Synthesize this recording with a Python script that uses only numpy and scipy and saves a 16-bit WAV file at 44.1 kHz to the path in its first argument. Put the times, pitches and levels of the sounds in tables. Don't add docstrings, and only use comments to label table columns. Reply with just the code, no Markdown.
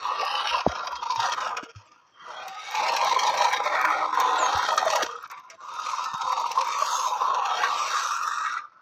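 import sys
import numpy as np
from scipy import signal
from scipy.fft import rfft, irfft
from scipy.io import wavfile
from scipy.ndimage import uniform_filter1d

SR = 44100
rng = np.random.default_rng(int(sys.argv[2]) if len(sys.argv) > 2 else 0)


def to_wav(sig):
    pcm = np.clip(np.atleast_2d(sig), -1, 1) * 32767
    pcm = np.round(pcm).astype(np.int16)
    wavfile.write(sys.argv[1], SR, pcm.T)


def volts_from_decibels(level):
    exponent = np.asarray(level, float) / 20
    return 10 ** exponent


N = 388521
T = np.arange(N) / SR


def evened(x):
    return x / np.sqrt(np.mean(x ** 2) + 1e-20)


def add(mix, s, sound):
    part = mix[round(s * SR):][:len(sound)]
    part += sound[:len(part)]


def columns(rows, t):
    s, *values = np.transpose(rows)
    return [np.interp(t, s, v) for v in values]


def coloured(x, points):
    f, db = np.transpose(points)
    hz = np.fft.rfftfreq(len(x), 1 / SR)
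    gain_db = np.interp(np.log(hz + 1), np.log(f + 1), db)
    return irfft(rfft(x) * volts_from_decibels(gain_db), len(x))


def resonate(x, hz, width):
    turn = np.exp(2j * np.pi * np.cumsum(hz * np.ones(len(x))) / SR)
    r = np.exp(-np.pi * width / SR)
    return 2 * (turn * signal.lfilter([1 - r], [1, -r], x / turn)).real


def resonate_twice(x, hz, width):
    return resonate(resonate(x, hz, width), hz, width)


def wander(low_hz, high_hz):
    step = 64
    z = rfft(rng.standard_normal(N // step + 2))
    hz = np.linspace(0, SR / step / 2, len(z))
    slow = irfft(z * (hz / low_hz) / (1 + (hz / low_hz)) / (1 + (hz / high_hz) ** 2))
    return np.interp(np.arange(N) / step, np.arange(len(slow)), evened(slow))


def swells(rows):
    return sum(db * np.exp(-((T - s) / length) ** 2) for s, length, db in rows)


def whistle(rows):
    t = np.arange(rows[0][0], rows[-1][0], 1 / SR)
    hz, db = columns(rows, t)
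    tone = np.sin(2 * np.pi * np.cumsum(hz) / SR) * signal.windows.tukey(len(t), .1)
    out = np.zeros(N)
    add(out, t[0], np.sqrt(2) * volts_from_decibels(db) * tone)
    return out


# frequency in Hz, level in dB per Hz.
YARD_AIR = [(45, -5.5), (300, -23.5), (520, 3), (1200, -5.5), (1600, 0.5), (3800, -17.5), (5400, -12),
            (7000, -29), (16000, -37)]


def yard():
    level_db = -57.5 - 13.0 + 2.4 * wander(2, 15)
    return volts_from_decibels(level_db) * evened(coloured(rng.standard_normal(N), YARD_AIR))


# time in seconds, pitch in Hz, level in dB.
HUM_CURVE = [(3.55, 310, -65), (3.9, 313.5, -51.5), (4.45, 311.5, -54.5), (4.6, 311, -58)]


def hum():
    return whistle(HUM_CURVE) * volts_from_decibels(3.3 * wander(2.0, 25))


# time in seconds, pitch in Hz, level in dB.
CHIRP_CURVE = [(4.372, 8400, -63), (4.385, 7550, -42), (4.41, 6980, -35), (4.445, 6480, -35),
               (4.465, 6430, -32), (4.487, 6600, -53)]


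def chirp():
    return whistle(CHIRP_CURVE)


# start in seconds, peak in dB, pitch in Hz,
# time to fall 60 dB in seconds, rise in milliseconds.
PHONE_BUMPS = [(0.6645, 14, 647, 0.006, 1.33), (0.673, 8, 212, 0.01, 3), (0.682, -23.5, 72, 0.084, 4.5),
               (.01, -58, 69.6, 0.31, 12), (.5, -37, 66.5, 0.2, 28), (.9, -42.2, 65.5, 0.27, 40),
               (1.168, -32, 117, 0.16, 17), (1.63, -22, 293, 0.024, 2.3), (1.754, -28.5, 102, 0.12, 9.9),
               (4.549, -27, 85, 0.096, 2.7), (5.032, -14.5, 352, 0.021, 2.6), (6.138, -27, 160, 0.032, 3.8),
               (6.82, -19, 610, 0.043, 2.3)]


def thumps():
    out, t = np.zeros(N), T[:9000]
    for s, db, hz, t60, rise_ms in PHONE_BUMPS:
        rise = 1 - np.exp(-(1000 * t / rise_ms) ** 2)
        add(out, s, volts_from_decibels(db - 60 * t / t60) * rise * np.sin(2 * np.pi * hz * t))
    return out


# middle in seconds, half length in
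# seconds, pitch in Hz, level in dB.
SINGING_PARTS = [(5.525, 0.035, 660, -54.5), (0.14, 0.135, 1170, -35.5), (0.4, 0.12, 1160, -39),
                 (0.571, 0.055, 960, -29), (0.41, 0.19, 9700, -63), (0.979, 0.037, 3250, -48),
                 (1.19, 0.14, 925, -34.5), (1.37, 0.2, 1220, -39), (1.61, 0.095, 462, -49.5),
                 (1.91, 0.04, 1200, -59), (2.3, 0.1, 1970, -57), (2.253, 0.112, 3170, -57.5),
                 (2.385, 0.04, 3264, -46.5), (2.4, 0.12, 1500, -51), (2.43, 0.042, 2440, -51),
                 (2.471, 0.125, 760, -43.5), (2.68, 0.09, 2250, -48.5), (5.84, 0.13, 3650, -51),
                 (2.591, 0.045, 1260, -42.5), (2.76, 0.115, 1570, -49.5), (2.79, 0.08, 860, -32),
                 (2.797, 0.045, 2630, -45), (2.981, 0.092, 900, -35.5), (3.819, 0.102, 1060, -37),
                 (5.103, 0.11, 474, -48.5), (5.4, 0.115, 1015, -49), (8.405, 0.2, 320, -72),
                 (5.7, 0.105, 1050, -43.5), (5.821, 0.125, 1270, -38.5), (6.098, 0.062, 1790, -50),
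                 (6.355, 0.18, 4550, -50), (6.32, 0.057, 526, -45), (6.61, 0.035, 515, -40),
                 (6.715, 0.06, 2300, -44.5), (6.955, 0.09, 990, -35), (7.14, 0.042, 850, -32.5),
                 (7.292, 0.04, 1095, -27), (7.572, 0.062, 730, -38), (6.298, .2, 3720, -46.5),
                 (8.562, 0.105, 1209, -40)]


def strands():
    out = np.zeros(N)
    for s, half, hz, db in SINGING_PARTS:
        t = np.arange(-1.2 * half, 1.2 * half, 1 / SR)
        ringing = resonate_twice(rng.standard_normal(24000), hz, 24 + 0.015 * hz)
        narrow = evened(ringing[2000:2000 + len(t)])
        add(out, max(s + t[0], 0), volts_from_decibels(db + 0.5) * np.exp(-(t / half) ** 4) * narrow)
    return out


# frequency in Hz, level in dB per Hz.
STONE_COLOUR = [(1760, -31), (3000, -31), (4590, -3.5), (5890, 7.5), (9210, -15), (12500, -2.5),
                (14600, -2), (16400, -31)]
# start in seconds, peak in dB.
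GRIT_TICKS = [(0.0687, -47), (0.2104, -46), (0.2513, -38), (0.8725, -51), (1.1523, -46), (2.8709, -47.5),
              (2.9218, -37), (3.1158, -50), (3.3528, -42), (3.471, -52), (3.5346, -39), (3.6546, -44),
              (3.902, -42), (4.1495, -44), (4.7656, -37), (4.9985, -49), (5.038, -37), (5.2749, -49.5),
              (5.314, -39.5), (5.3976, -53), (5.4535, -57), (6.5779, -47), (6.6461, -44), (7.6246, -48)]


def ticks():
    out, t = np.zeros(N), T[:2600]
    for s, db in GRIT_TICKS:
        rise = 1 - np.exp(-t / 0.0005)
        add(out, s, volts_from_decibels(db + 4.5 - 60 * t / 0.013) * rise * rng.standard_normal(2600))
    return 1.56 * coloured(out, STONE_COLOUR)


# pitch in Hz, width in Hz, level in dB.
PANEL_MODES = [(2548, 580, 9), (3232, 190, 4), (3667, 440, 8), (4254, 190, 3.5)]
# pitch in Hz, width in Hz, level in dB.
HOUSING_MODES = [(4792, 106, 14), (5353, 180, 11.5), (5625, 430, 15.5), (6480, 180, 11), (6600, 290, -0.5)]
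# start in seconds, peak in dB, rattle that follows in dB.
GRIT_SNAPS = [(0.9218, -40, 3), (2.481, -26, -12), (2.711, -29, 1), (2.7467, -39, 0), (2.9646, -25, 5),
              (3.048, -23, -1), (3.192, -30, 23), (3.232, -47, 6), (3.3224, -47, 16), (3.568, -44, 5),
              (3.814, -26, -5), (3.8536, -26, -18.5), (4.201, -15.5, -18), (4.578, -27, 11),
              (4.726, -28.5, -9.5), (4.8528, -45, 6.5), (4.9592, -19, 12), (5.0254, -26, 15),
              (5.228, -37, 4), (5.299, -44.5, 22), (5.5002, -45.5, 26.5), (5.668, -52, 17), (6.04, -54, 7),
              (6.322, -31.5, 18), (6.398, -33, 18), (6.5174, -24, -14), (6.679, -29, -6), (6.72, -44, 18)]


def snaps():
    clicks, rattle, t = np.zeros(N), np.zeros(N), T[:2600]
    for s, db, rattle_db in GRIT_SNAPS:
        z = rng.standard_normal(2600)
        crack = volts_from_decibels(db + 2.0 - 60 * t / 0.0049) * (1 - np.exp(-t / 0.00029)) * z
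        crumble = volts_from_decibels(db - 24.0 - 60 * t / 0.048) * z[::-1]
        add(clicks, s, crack + crumble)
        add(rattle, s, volts_from_decibels(db + rattle_db - 25.5 - 60 * t / 0.093) * z)
    out = 1.56 * coloured(clicks, STONE_COLOUR)
    for hz, width, db in PANEL_MODES + HOUSING_MODES:
        out += volts_from_decibels(db - 1.5) * resonate_twice(rattle, hz, 1.9 * width)
    return out


def knock(db, hz):
    t = T[:2200]
    t60 = 0.043 if hz > 1080 else 0.061
    return volts_from_decibels(db - 60 * t / t60) * (1 - np.exp(-t / (0.028 * t60))) * np.sin(2 * np.pi * hz * t)


# start in seconds, peak in dB, ring in Hz.
LIGHT_KNOCKS = [(0.118, -14, 1117), (0.228, -11.5, 780), (0.577, -11.5, 927), (0.927, -12.5, 988),
                (1.025, -15, 910), (1.059, -13, 942), (1.121, -17, 1025), (1.529, -15, 1220),
                (3.328, -9, 957), (3.409, -13, 1003), (3.755, -12, 1340), (3.906, -11, 1230),
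                (4.053, -17, 1035), (4.427, -11, 1237), (4.633, -14, 996), (4.69, -14, 1026),
                (4.958, -8.5, 963), (5.154, -16.5, 1280), (5.238, -19, 1280), (6.134, -16, 1114),
                (6.274, -22, 1140), (6.399, -14, 986), (6.441, -10.5, 1160), (6.723, -16, 1185),
                (8.212, -11, 1300), (8.249, -27, 1220), (8.311, -12.5, 1190), (8.417, -14, 1210),
                (8.448, -14, 1310)]


def taps():
    out = np.zeros(N)
    for s, db, hz in LIGHT_KNOCKS:
        add(out, s, volts_from_decibels(-5.0) * knock(db, hz))
    return out


# start in seconds, peak in dB, ring in Hz, bright part in dB.
HARD_KNOCKS = [(0.542, -13, 1030, -25), (1.099, -14.5, 1000, -44), (1.158, -19, 952, -11),
               (1.194, -13.5, 926, -9), (3.072, -17, 1060, -28), (3.115, -17, 943, -12),
               (3.162, -12.5, 1030, -29), (3.271, -14.5, 973, -16), (3.45, -12.5, 956, -15),
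               (3.529, -19.5, 856, 10), (3.657, -16.5, 1036, -14), (3.841, -13, 994, -23),
               (4.129, -18, 1016, -34), (4.2, -14.5, 1050, -12), (4.719, -14, 930, -8),
               (4.776, -10.5, 1260, -2), (4.863, -13.5, 657, -24), (4.934, -15.5, 1210, 2),
               (5.931, -18, 1030, -25), (6.206, -23.5, 922, -20), (6.575, -9, 1061, -15),
               (6.788, -17, 1180, 0), (6.822, -13, 1130, -19), (7.207, -22, 1050, -21),
               (7.42, -16.5, 1065, -25), (7.635, -10.5, 1120, -12), (8.108, -17.5, 1184, -14),
               (8.275, -14, 1270, -4), (8.567, -17.5, 1354, -39)]


def knocks():
    out, bright, t = np.zeros(N), np.zeros(N), T[:2200]
    for s, db, hz, bright_db in HARD_KNOCKS:
        add(out, s, volts_from_decibels(2.0) * knock(db, hz))
        add(bright, s, volts_from_decibels(db + bright_db - 26 - 60 * t / 0.025) * rng.standard_normal(2200))
    for hz, width, db in [(2000, 410, -25.0)] + PANEL_MODES + HOUSING_MODES:
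        out += volts_from_decibels(db - 1.0) * resonate(bright, hz, width)
    return out


# landing in seconds, time in the air in seconds, loss in dB.
WHEEL_HOPS = [(.661, 0.045, 6), (1.021, 0.09, 4.5), (1.056, 0.015, 6), (1.095, 0.017, 7), (1.155, 0.028, 4),
              (1.191, 0.029, 3.5), (1.372, 0.026, 9), (1.626, 0.021, 10), (1.686, .015, 9),
              (1.749, 0.031, 10), (3.114, 0.016, 3.5), (3.528, 0.0087, 0.5), (3.656, 0.034, 3),
              (4.718, 0.011, 0.5), (5.93, 0.011, 1.5), (7.418, .015, 3), (8.447, 0.012, 0),
              (4.127, 0.063, 8), (4.771, 0.02, 3), (4.932, 0.018, 2.5), (5.235, 0.053, 4),
              (5.301, 0.034, 18), (5.499, 0.085, 6), (5.606, 0.049, 12), (6.133, 0.044, 5),
              (6.206, 0.042, 2.5), (6.362, 0.019, 6), (6.786, 0.091, 2), (7.207, 0.12, 2.5),
              (8.717, 0.051, 3)]


def hops():
    lost = sum(db * np.clip(1 + (T - s) / air, 0, 1) ** 0.08 * (T < s) for s, air, db in WHEEL_HOPS)
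    return -uniform_filter1d(lost, size=120)


# middle in seconds, length in seconds, rise in dB.
FREE_SPINS = [(1.27, 0.046, 8.5), (2.85, 0.9, 4), (4.85, 0.23, 8), (5.9, 1, 7), (6.95, 0.26, 14.5),
              (8.05, 0.35, 12.5)]


def spins():
    return swells(FREE_SPINS)


# middle in seconds, length in seconds, rise in dB.
SIDE_SKIDS = [(1.27, 0.06, 7), (2.2, 0.043, 18.5), (5.31, 0.15, 23), (5.51, 0.033, 23.5), (6.33, 0.018, 17),
              (3.53, 0.02, 7.5), (3.85, 0.21, 14), (4.97, 0.0068, 7), (7.65, 0.054, 15.5),
              (7.98, 0.13, 15.5), (6.72, 0.2, 9.5), (8.33, 0.16, 22), (8.49, 0.071, 25),
              (8.59, 0.046, 34.5)]


def skids():
    return swells(SIDE_SKIDS)


# start in seconds, peak in dB.
GEAR_CATCHES = [(0.209, -24), (0.2665, -26), (0.8709, -26), (0.9527, -24), (1.3753, -39), (1.564, -19),
                (1.629, -23), (2.4803, -25), (2.7501, -24), (2.8794, -20), (2.9645, -14), (3.1133, -22.5),
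                (3.193, -16), (3.232, -11), (3.2665, -12), (3.3199, -23), (3.4401, -20), (3.534, -15.5),
                (3.5673, -23.5), (4.1415, -26.5), (4.203, -14), (4.345, -26), (4.6249, -30), (4.777, -11.5),
                (4.818, -23.5), (4.8988, -19.5), (4.9554, -3), (5.023, -13), (6.04, -24), (6.2088, -19),
                (6.513, -17), (6.548, -32), (6.609, -15), (6.7211, -28.5), (6.8196, -28.5), (7.3444, -23),
                (7.452, -19), (7.6345, -22)]


def catches(gear_db):
    lift_db, t = np.zeros(N), T[:3000]
    for s, db in GEAR_CATCHES:
        lift = np.clip(db - gear_db[round(s * SR)] - 6.5, 0, 10)
        add(lift_db, s, lift * np.exp(-(t / 0.015) ** 1.9))
    return uniform_filter1d(lift_db, size=220)


def jolts(per_s, fade_s):
    turns = np.cumsum(per_s * volts_from_decibels(3.5 * wander(1.4, 25))) / SR
    catch = np.diff(np.floor(turns), prepend=0) * rng.exponential(1, N)
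    swell = np.log(signal.lfilter([1], [1, -np.exp(-1 / (fade_s * SR))], catch) + 0.22)
    return evened(uniform_filter1d(swell - swell.mean(), size=200))


def grit(per_s, spread_db, smooth):
    hit = rng.random(N) < per_s / SR
    size = rng.exponential(1, N)
    rub = rng.standard_normal(N)
    contacts = hit * np.sign(rub) * volts_from_decibels(spread_db * np.minimum(size, 4))
    return evened(contacts) + smooth * rub


def ring(drive, modes, level_db, bumps_db, turning_db):
    out = 0
    for hz, width, db in modes:
        drift_hz = 14 + .016 * np.clip(hz - 1300, 0, 2500)
        bent_hz = hz + drift_hz * wander(.6, 3)
        mode = resonate(resonate(drive, bent_hz, 0.95 * width), bent_hz, 1.22 * width)
        out = out + volts_from_decibels(db + turning_db * wander(0.56, 4.4)) * evened(mode)
    out = out * volts_from_decibels(bumps_db)
    slow_power = uniform_filter1d(uniform_filter1d(out ** 2, SR // 9), SR // 9)
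    return volts_from_decibels(level_db) * out / np.sqrt(slow_power + 1e-9)


# frequency in Hz, level in dB per Hz.
GROUND_COLOUR = [(20, -57), (45, -39.5), (70, -9.5), (140, -5.5), (230, -5.5), (380, -2.5), (520, -36),
                 (880, -95.5)]


def ground(rumble_db, bumpy):
    rumble = evened(coloured(rng.standard_normal(N), GROUND_COLOUR))
    return rumble * volts_from_decibels(0.35 * rumble_db + 1.8 * bumpy - 54 + 3 * wander(3, 13))


# pitch in Hz, width in Hz, level in dB.
CHASSIS_MODES = [(486.4, 101, -11.5), (618.6, 57, -3.5), (834, 63, 1.5)]


def underside(coarse, roll_db, weight_db, strain_db, skid_db, turn, road):
    modes = CHASSIS_MODES + [(770 * (1 + 0.077 * turn), 90, 0)]
    plate_db = roll_db + weight_db - 0.6 + 0.052 * skid_db
    out = ring(coarse, modes, plate_db, 2.0 * road + 1.1 * wander(12, 88), 4.56)
    low_db = roll_db + 0.5 * weight_db + 0.19 * strain_db - 13.0
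    return out + ring(coarse, [(520.6, 44.5, 0)], low_db, 4.8 * wander(2.2, 30), 0)


# pitch in Hz, width in Hz, level in dB.
HUB_MODES = [(949, 37, 0), (1001.7, 64, 5)]


def hub_and_shell(coarse, roll_db, skid_db, lean_db, shell_hz, road, load):
    hub_db, shell_db = [roll_db - 10 * np.log10(1 + volts_from_decibels(side * lean_db) ** 2) for side in (-1, 1)]
    shell = [(shell_hz * .92, 70, -4), (shell_hz, 90, 0), (shell_hz * 1.1, 90, -4)]
    hub_bumps_db = 0.35 * road + 1.1 * load + 2.3 * wander(7.9, 55)
    out = ring(coarse, HUB_MODES, hub_db + .1, hub_bumps_db, 0.93)
    return out + ring(coarse, shell, shell_db + 0.076 + 0.17 * skid_db, 1.74 * road + 0.34 * load, 2.17)


def axles(fine, roll_db, weight_db, strain_db, spin_db, skid_db, turn, road, load):
    modes = [(1900 * (1 + 0.27 * turn), 420, -2), (1620, 170, -3), (1870, 150, -3), (2220, 380, -4)]
    level_db = roll_db + 0.78 * weight_db + 0.8 * strain_db + skid_db - 2.5 - .2 * spin_db
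    return ring(fine, modes, level_db, 1.3 * road + 1.9 * load, 1.8)


# pitch in Hz, width in Hz, level in dB.
TEETH_MODES = [(7550, 340, 13.5), (8400, 330, 3.5), (9850, 1100, 8), (10520, 780, 5), (12060, 2000, 7.5),
               (12800, 3100, -1), (14500, 1600, -12.5)]


def gears(fine, gear_db, weight_db, strain_db, spin_db, skid_db, turn, bumpy, road, load):
    panels = PANEL_MODES + [(3250 * (1 + 0.27 * turn), 160, 2.5)]
    panel_db = gear_db - 2.5 + 0.15 * skid_db - .1 * spin_db
    out = ring(fine, panels, panel_db, 1.0 * road + 2.9 * load, 1.8)
    housing_hz = 5500 * (1 + 0.036 * turn) + 45 * spin_db
    housing = HOUSING_MODES + [(housing_hz, 600, 11.5 + .7 * spin_db)]
    housing_db = gear_db - 0.1 * strain_db - 0.17 * weight_db - 10.0 + .3 * spin_db
    out += ring(fine, housing, housing_db, 0.76 * road + 3.64 * load, 1.5)
    teeth_db = 0.58 * gear_db - 45.5 + 0.6 * turn + 1.1 * spin_db
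    teeth_bumps_db = 0.54 * road + 2.0 * load + 1.9 * bumpy * wander(6, 40)
    return out + ring(fine, TEETH_MODES, teeth_db, teeth_bumps_db, 3.3)


# time in seconds, rolling level in dB,
# weight on the underside in dB, gear strain in dB.
DRIVES = [
    [(0.0, -29.5, -11.5, -13), (0.25, -32, -1, -4.5), (0.55, -29.5, -7, -1.5), (0.7, -32.5, -4.5, -9),
     (1.1, -34, -17, -4.5), (1.25, -27.5, -5.5, -4.5), (1.58, -33, -6.5, -4.5), (1.72, -52, -12, 1.5),
     (2.13, -63.5, -14, -7.5)],
    [(2.3, -38, -6, -12), (2.65, -49.5, 1.5, 7.5), (2.8, -28, -2.5, -3), (3.45, -24.5, -2, -3.5),
     (3.65, -30, -1, -7.5), (4.05, -24, -5.5, -18), (4.2, -23, -5, -11), (5.03, -28.5, 1, -1),
     (5.12, -40, -18.5, -11)],
    [(5.5, -47.5, -13, -17.5), (5.9, -31, -19, -6.5), (6.2, -27.5, -17.5, -16), (7.0, -26.5, -15, -6.5),
     (7.24, -25, -9, -17), (7.55, -27, -1.5, -7.5), (8.0, -29, -17.5, -5), (8.56, -36.5, -33.5, -9),
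     (8.69, -55.5, -19, -23)],
]
# time in seconds, hub over shell in dB,
# turn (about -1 to 1), shell pitch in Hz, bumpiness (0 is smooth).
FACING = [(0.0, -12, 0.23, 1080, 0.21), (.3, -4.5, -0.16, 1130, 1.1), (.55, -2, -0.64, 1218, 3.4),
          (.72, -2.5, -1.1, 1265, 2.3), (1.12, 1, 0.74, 1191, 2.6), (1.45, 0, -0.61, 1281, 3.3),
          (2.55, -6.5, 0.38, 1203, 0.66), (2.85, 4.5, 0.73, 1154, 2), (3.43, 8.5, 0.77, 1142, 2.4),
          (3.83, -2.5, 0.15, 1268, 2.3), (4.2, 8.5, 0.34, 1290, 0.44), (5.05, -7, -0.2, 1224, 3.75),
          (5.5, -6, 0.63, 1256, 0.94), (6.6, 3, .7, 1099, 2.4), (6.8, -6.5, 0.25, 1149, 0.7),
          (7.24, 2, 0.5, 1139, 0.56), (7.9, -9, -0.62, 1186, 0.51), (8.6, -7.5, -0.25, 1309, 2.05)]


def car():
    roll_db, weight_db, strain_db = columns(np.concatenate(DRIVES), T)
    lean_db, turn, shell_hz, bumpy = columns(FACING, T)
    roll_db = roll_db + hops()
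    spin_db, skid_db = spins(), skids()
    gear_db = roll_db + strain_db
    road = 0.62 * bumpy * wander(1.3, 45)
    load = 0.35 * bumpy * volts_from_decibels(-.3 * spin_db) * jolts(30, 0.012) + 0.37 * catches(gear_db)
    coarse, fine = grit(1500, 1.0, 0.69), grit(2000, 2.44, 0.15)
    out = ground(roll_db + weight_db, bumpy)
    out += underside(coarse, roll_db, weight_db, strain_db, skid_db, turn, road)
    out += hub_and_shell(coarse, roll_db, skid_db, lean_db, shell_hz, road, load)
    out += axles(fine, roll_db, weight_db, strain_db, spin_db, skid_db, turn, road, load)
    return out + gears(fine, gear_db, weight_db, strain_db, spin_db, skid_db, turn, bumpy, road, load)


# middle in seconds,
# half length in seconds, frequency in Hz, change in dB.
GROUND_ECHOES = [(.06, 0.18, 4300, 4), (.19, 0.49, 6450, -10), (.256, 0.074, 5100, 11),
                 (.35, 0.26, 2920, 13), (.52, 0.35, 7440, -13), (0.647, 0.32, 5080, 8),
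                 (1.026, 0.2, 7600, -7), (1.13, 0.17, 4830, 9.5), (1.525, 0.26, 4140, -10),
                 (1.902, 0.32, 3880, -22.5), (2.68, 0.17, 560, -11), (3.23, 0.23, 1435, -9),
                 (3.413, 0.25, 2740, -11), (3.845, 0.088, 1690, 4.5), (3.94, 0.29, 2820, -13),
                 (4.212, 0.12, 645, -24), (4.354, 0.17, 5200, -11), (6.42, 0.16, 1500, -13),
                 (6.423, 0.2, 806, 13), (6.93, .07, 2400, -27), (7.31, 0.34, 1990, -17),
                 (7.32, 0.43, 8400, -10), (7.404, 0.13, 5030, -11), (7.52, 0.063, 3720, 7),
                 (7.943, 0.28, 7700, 8), (8.21, 0.18, 2110, -20), (8.364, 0.31, 4670, -11),
                 (8.366, 0.11, 7500, 14.5), (8.38, 0.29, 3030, -17), (8.4, 0.31, 1720, 8)]


def mirrored(x):
    hz, t, z = signal.stft(x, SR, nperseg=512, noverlap=384)
    field = rng.standard_normal((len(t), len(hz))).T
    for _ in range(2):
        field = uniform_filter1d(uniform_filter1d(field, size=3, axis=0), size=24, axis=1)
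    notch_db = np.clip(10.8 * (evened(field) + 0.58), -14, 0) + 0.65
    notch_db = notch_db * np.clip(hz[:, None] / 2200, 0, 1) ** 0.26
    echo_db = 0
    for s, half, at_hz, db in GROUND_ECHOES:
        region = np.exp(-(np.log((hz + 1) / at_hz) / 0.097) ** 2)
        moment = np.exp(-((t - s) / half) ** 4)
        echo_db = echo_db + db * np.outer(region, moment)
    return signal.istft(z * volts_from_decibels(0.88 * echo_db + notch_db), SR, nperseg=512, noverlap=384)[1][:N]


def scene():
    near = chirp() + ticks() + snaps() + taps() + knocks() + mirrored(car())
    tail = rng.standard_normal(6000) * volts_from_decibels(-60 * T[:6000] / 1.3) * (T[:6000] > .006)
    wall = signal.oaconvolve(near, tail / np.linalg.norm(tail))[:N]
    return (yard() + hum() + thumps() + strands() + volts_from_decibels(-26.5) * wall + near)[None]


def low_pass(x):
    return signal.sosfilt(signal.butter(12, 16530, fs=SR, output="sos"), x)


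def record(dry):
    low_cut = signal.sosfilt(signal.butter(2, 48, "high", fs=SR, output="sos"), dry[0])
    hz, _, z = signal.stft(low_cut, SR, nperseg=512, noverlap=384)
    power = uniform_filter1d(uniform_filter1d(abs(z) ** 2, size=3, axis=0), size=5, axis=1)
    power_db = 10 * np.log10(power + 1e-20)
    under_db = np.clip(-82.5 - power_db, 0, 12) * (hz[:, None] > 6500)
    edge_db = -30 * (hz[:, None] > 15600) * (power_db < -78)
    clean = signal.istft(z * volts_from_decibels(edge_db - 1.1 * under_db), SR, nperseg=512, noverlap=384)[1][:N]
    return low_pass(clean[None])


dry = scene()
out = record(dry)
to_wav(out)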